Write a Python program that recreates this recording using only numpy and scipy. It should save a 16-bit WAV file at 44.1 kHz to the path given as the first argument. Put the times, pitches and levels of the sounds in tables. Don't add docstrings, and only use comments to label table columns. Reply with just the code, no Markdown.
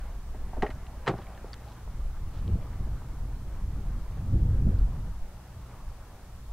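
import sys
import numpy as np
from scipy import signal
from scipy.fft import rfft, irfft, next_fast_len
from scipy.io import wavfile
from scipy.ndimage import uniform_filter1d, map_coordinates

SR = 44100
rng = np.random.default_rng(int(sys.argv[2]) if len(sys.argv) > 2 else 0)


def dump_mix(stems):
    frames = np.atleast_2d(stems).T
    limited = np.clip(frames, -1, 1)
    pcm = np.round(limited * 32767).astype(np.int16)
    wavfile.write(sys.argv[1], SR, pcm)


N = 287576


def amp(db):
    return 10 ** (np.asarray(db) / 20)


def unit(x):
    return x / np.sqrt(np.mean(x ** 2) + 1e-20)


def along(points, hz, order=1):
    cols = np.transpose(points)
    return np.interp(np.log(hz + 1), np.log(cols[0] + 1), cols[order])


def curves(rows):
    s, *cols = np.transpose(rows)
    return [np.interp(np.arange(N) / SR, s, c) for c in cols]


def wobble(rate):
    knots = rng.standard_normal(int(N * rate / SR) + 4)
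    return map_coordinates(knots, [np.arange(N) * rate / SR])


def filtered(x, response):
    m = next_fast_len(x.shape[-1] + 8192)
    spectrum = rfft(x, m) * response(np.fft.rfftfreq(m, 1 / SR))
    return irfft(spectrum, m)[..., :x.shape[-1]]


def noise(spectrum, channels=1):
    white = rng.standard_normal((channels, N))
    return unit(filtered(white, lambda hz: amp(along(spectrum, hz))))


def bell(f, hz, spread):
    return np.exp(-(np.log((f + 1) / hz) / spread) ** 2)


def add(track, s, sound):
    part = track[round(s * SR):][:len(sound)]
    part += sound[:len(part)]


def door():
    # start_s, level_db, centre_hz driven most, width_octaves of that drive
    pulls = [(.345, -42.5, 500, 1.2), (.531, -35.5, 780, 0.67), (.567, -32, 586, 0.55),
             (.578, -33.5, 350, 0.98), (.6225, -26, 2190, 1.6), (.6265, -21, 450, 1.1),
             (.632, -20, 430, 1.3), (.646, -35.5, 600, 1.6), (.6645, -34, 1990, 1.4),
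             (.680, -46, 2000, 0.46), (.690, -36.5, 397, 1.5), (.703, -38.5, 2200, 2.4),
             (.709, -45, 1500, 2.2)]
    release = [(1.0625, -39.5, 1510, 2.4), (1.069, -26.5, 1620, 1.4), (1.0765, -19.5, 1370, 1.9),
               (1.084, -28.5, 910, 2.7), (1.092, -26, 497, 1.8), (1.096, -30, 900, 0.85),
               (1.105, -28, 300, 0.65), (1.113, -36, 600, 1.2), (1.1355, -32, 296, 1.54),
               (1.166, -43.5, 1350, .6), (1.186, -38.5, 500, 1.3), (1.532, -39, 1520, 0.43)]
    # frequency_hz, level_db at full drive, free_t60_s
    handle_modes = [(259, -1, 0.14), (338, -1.5, 0.076), (420, -3.5, 0.15), (617, -10, 0.2),
                    (757, 3, 0.031), (895, -7, 0.099), (1100, -10, 0.059), (1360, -28, 0.034),
                    (1890, -2, 0.092), (2140, -7, 0.074), (2950, -10, 0.042), (3320, -21, .05),
                    (4050, -14.5, 0.062), (5200, -34, 0.028)]
    panel_modes = [(116, 0.5, 0.36), (180, 5, 0.15), (259, -20, 0.12), (323, -11.5, 0.25), (382, -3, 0.13),
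                   (509, -0.5, 0.058), (574, -29, 0.14), (706, -16.5, 0.013), (792, -5.5, 0.15),
                   (920, -7, 0.08), (1150, -17, 0.1), (1340, -12.5, 0.1), (1460, -8, 0.039),
                   (1840, -11.5, 0.12), (1880, -48, 0.22), (2220, -18, 0.085), (2420, -31, 0.11),
                   (3110, -16, 0.058), (3330, -22, 0.07), (4040, -12, 0.059), (5130, -21, 0.045)]
    return struck(pulls, handle_modes, clatter_db=7.5) + struck(release, panel_modes, clatter_db=10)


def struck(blows, modes, clatter_db):
    ring_share = 0.57
    bright_shortens = 0.22
    rise_s = 0.00023
    out, t = np.zeros(N), np.arange(SR // 3) / SR
    hz, level_db, t60 = np.transpose(modes)[:, :, None]
    sign = (-1) ** np.arange(len(hz))[:, None]
    for s, db, centre_hz, octaves in blows:
        share = ring_share * (500 / centre_hz) ** bright_shortens

        def drive_db(f):
            distance = np.log2((f + 20) / centre_hz) / octaves
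            return np.maximum(-6 * distance ** 2, -40)

        strength_db = level_db + drive_db(hz) + 0.75 * rng.standard_normal(hz.shape)
        decay = amp(strength_db - 60 * t / (share * t60))
        ring = np.sum(decay * np.sin(2 * np.pi * hz * t) * sign, axis=0)
        dense = filtered(clatter(len(t), share), lambda f: amp(drive_db(f)))
        add(out, s, amp(db) * (ring + amp(clatter_db) * dense) * (1 - np.exp(-t / rise_s)))
    return out


def clatter(length, share):
    # frequency_hz, level_db_per_hz, free_t60_s
    dense_modes = [(100, -7, 0.098), (482, 4, 0.26), (1580, -4, 0.16), (4070, -18.5, 0.22),
                   (8850, -22, 0.13), (15800, -58, 0.032)]
    hz, t, z = signal.stft(rng.standard_normal(length), SR, nperseg=128)
    t60 = share * along(dense_modes, hz, order=2)[:, None]
    fading_db = along(dense_modes, hz)[:, None] - 60 * t / t60
    return signal.istft(z * amp(fading_db), SR, nperseg=128)[1][:length]


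def ticks():
    # start_s, level_db, pitch_hz, spread of the spit (natural log of frequency)
    tick_rows = [(.751, -55, 5930, .27), (.867, -43.5, 2760, 0.41), (1.268, -44, 2290, .3),
                 (1.350, -54, 3300, .27), (1.376, -36.5, 900, 1.26), (1.445, -31.5, 420, 0.67),
                 (1.483, -53, 5200, .5), (1.532, -34, 4520, 0.27), (1.54, -35, 3470, 0.91),
                 (1.876, -36, 800, .7), (2.478, -44.5, 3200, .6), (3.019, -34, 650, 0.55),
                 (4.787, -53, 4500, .3)]
    tick_t60_s, dull_lengthens = 0.012, 0.25
    tone_spread = 0.34
    rise_s = 0.00036
    out, t = np.zeros(N), np.arange(SR // 10) / SR
    for s, db, hz, spread in tick_rows:
        white = rng.standard_normal(len(t))
        spit = filtered(white, lambda f: bell(f, hz, spread) * np.sqrt(hz / (f + 1)))
        note = tone_spread / spread * np.sin(2 * np.pi * hz * t)
        t60 = tick_t60_s * (3000 / hz) ** dull_lengthens
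        envelope = amp(db - 60 * t / t60) * (1 - np.exp(-t / rise_s))
        add(out, s, envelope * (note + 0.7 * unit(spit)))
    return out


def brushes():
    # centre_s, half_length_s (to 1/e), level_db (rms before the bell), centre_hz
    strokes = [(1.179, 0.011, -52, 1160), (1.18, .015, -64, 3950), (1.224, 0.013, -60, 2500),
               (1.69, 0.063, -65, 3450), (1.783, .03, -58, 1170), (2.163, 0.02, -56.5, 960),
               (2.37, 0.042, -64.5, 3340), (2.628, 0.014, -60, 2000), (2.73, 0.023, -59.5, 1500)]
    out, t = np.zeros(N), np.arange(N) / SR
    for s, half, db, hz in strokes:
        grains = rng.standard_normal(N) * amp(4.3 * wobble(360))
        band = filtered(grains, lambda f: bell(f, hz, 0.56))
        out += amp(db) * unit(band) * np.exp(-((t - s) / half) ** 2)
    return out


def wind():
    # time_s, gust_db (strength), buffet_db (slow buffeting)
    gust_course = [(0, -44, -36.5), (.2, -48.5, -36), (.35, -45, -38.5), (.5, -40.5, -28), (.8, -40.5, -42),
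                   (1.05, -49, -43), (1.4, -49.5, -46.5), (1.72, -46, -47), (1.9, -42.5, -37),
                   (2.05, -40.5, -29), (2.33, -41.5, -34.5), (2.49, -26, -33.5), (2.67, -39, -41),
                   (2.9, -33, -30), (3.05, -38.5, -43.5), (3.22, -35.5, -32), (3.4, -39.5, -39.5),
                   (3.75, -34, -32), (4.07, -40.5, -32), (4.22, -32, -45), (4.43, -21.5, -31),
                   (4.58, -28, -25.5), (4.69, -22, -43), (4.8, -29, -22.5), (4.97, -32.5, -33),
                   (5.25, -51, -34), (5.4, -52.5, -52), (5.6, -47, -70), (5.84, -48.5, -37.5),
                   (6.3, -47.5, -54.5), (6.52, -47, -40)]
    # frequency_hz, level_db_per_hz
    buffet_spectrum = [(10, 17.5), (22, 19.5), (40, 20.5), (55, 17), (85, -3.5), (130, -56), (400, -120)]
    flutter_spectrum = [(35, 3), (65, 5.5), (100, 4), (150, -5), (220, -24), (400, -51), (1500, -120)]
    ripple_spectrum = [(90, -20.5), (170, 5.5), (250, -2.5), (350, -8), (500, -15), (800, -29),
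                       (3000, -120)]
    gust_db, buffet_db = curves(gust_course)
    eddy = wobble(17)
    buffet = unit(amp(0.86 * eddy + 0.83 * wobble(8.9)) * noise(buffet_spectrum))
    flutter = unit(amp(1.24 * eddy + 0.32 * wobble(30) + 1.03 * wobble(20)) * noise(flutter_spectrum))
    ripple = unit(amp(1.47 * eddy + 3.1 * wobble(40)) * noise(ripple_spectrum))
    ripple_db = -47.5 + 1.154 * (gust_db + 33.5)
    return amp(buffet_db) * buffet + amp(gust_db) * flutter + amp(ripple_db) * ripple


def road():
    # time_s, level_db
    road_course = [(0, -51.5), (.35, -55.5), (1.2, -50.5), (2.1, -55.5), (2.65, -52.5), (3.4, -55),
                   (4.4, -53.5), (5.3, -56), (5.7, -54.5), (6.52, -56.5)]
    # frequency_hz, level_db_per_hz
    tyre_spectrum = [(100, -6.5), (200, 3.5), (350, -1), (550, -1), (800, 0), (1200, -3.5), (1700, -9.5),
                     (2500, -17.5), (4000, -24.5), (8000, -40.5), (16000, -56)]
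    z = signal.stft(noise(tyre_spectrum)[0], nperseg=1024)[2]
    field = rng.standard_normal(z.shape)
    for axis in (0, 1):
        field = uniform_filter1d(field, size=8, axis=axis)
    drone = signal.istft(z * amp(1.72 * unit(field)), nperseg=1024)[1][:N]
    return amp(curves(road_course)[0] + 0.95 * wobble(11)) * unit(drone)


def hum():
    # frequency_hz, level_db relative to the hum level
    hum_tones = [(59, -2), (119, -11), (178, -15.5)]
    # time_s, level_db (rms of a tone at 0 dB)
    hum_course = [(0, -50), (.5, -47), (1, -45.5), (1.5, -46.5), (3, -46.5), (4, -45), (5.6, -46),
                  (5.9, -58), (6.52, -49.5)]
    # time_s, pitch_hz, level_db (rms)
    engine_course = [(5.1, 130, -100), (5.4, 126.9, -54), (5.8, 118.4, -52), (6.2, 103.8, -63),
                     (6.52, 95, -64)]
    t = np.arange(N) / SR
    tones = np.zeros(N)
    for hz, db in hum_tones:
        tones += amp(db + 2.15 * wobble(4.1)) * np.sin(2 * np.pi * hz * t + 0.86 * wobble(6.5))
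    hz, db = curves(engine_course)
    phase = 2 * np.pi * np.cumsum(hz) / SR + 1.3 * wobble(7)
    firing = amp(db + 0.76 * wobble(9.0)) * np.sin(phase)
    return np.sqrt(2) * (amp(curves(hum_course)[0]) * tones + firing)


def scene():
    mono = wind() + road() + hum() + door() + ticks() + brushes()
    return np.repeat(mono, 2, axis=0)


def record(dry):
    # frequency_hz, level_db_per_hz
    hiss_spectrum = [(12, -37), (20, -14), (49, -39), (98, -15), (144, -14), (207, -4.5), (478, -3.5),
                     (811, -7.5), (6020, -9), (15500, -14)]
    top_hz = 15690
    common, apart = amp(-64) * noise(hiss_spectrum, channels=2) * amp([[0], [0.7]])
    return filtered(dry + [common + apart, common - apart], lambda hz: hz < top_hz)


dry = scene()
out = record(dry)
dump_mix(out)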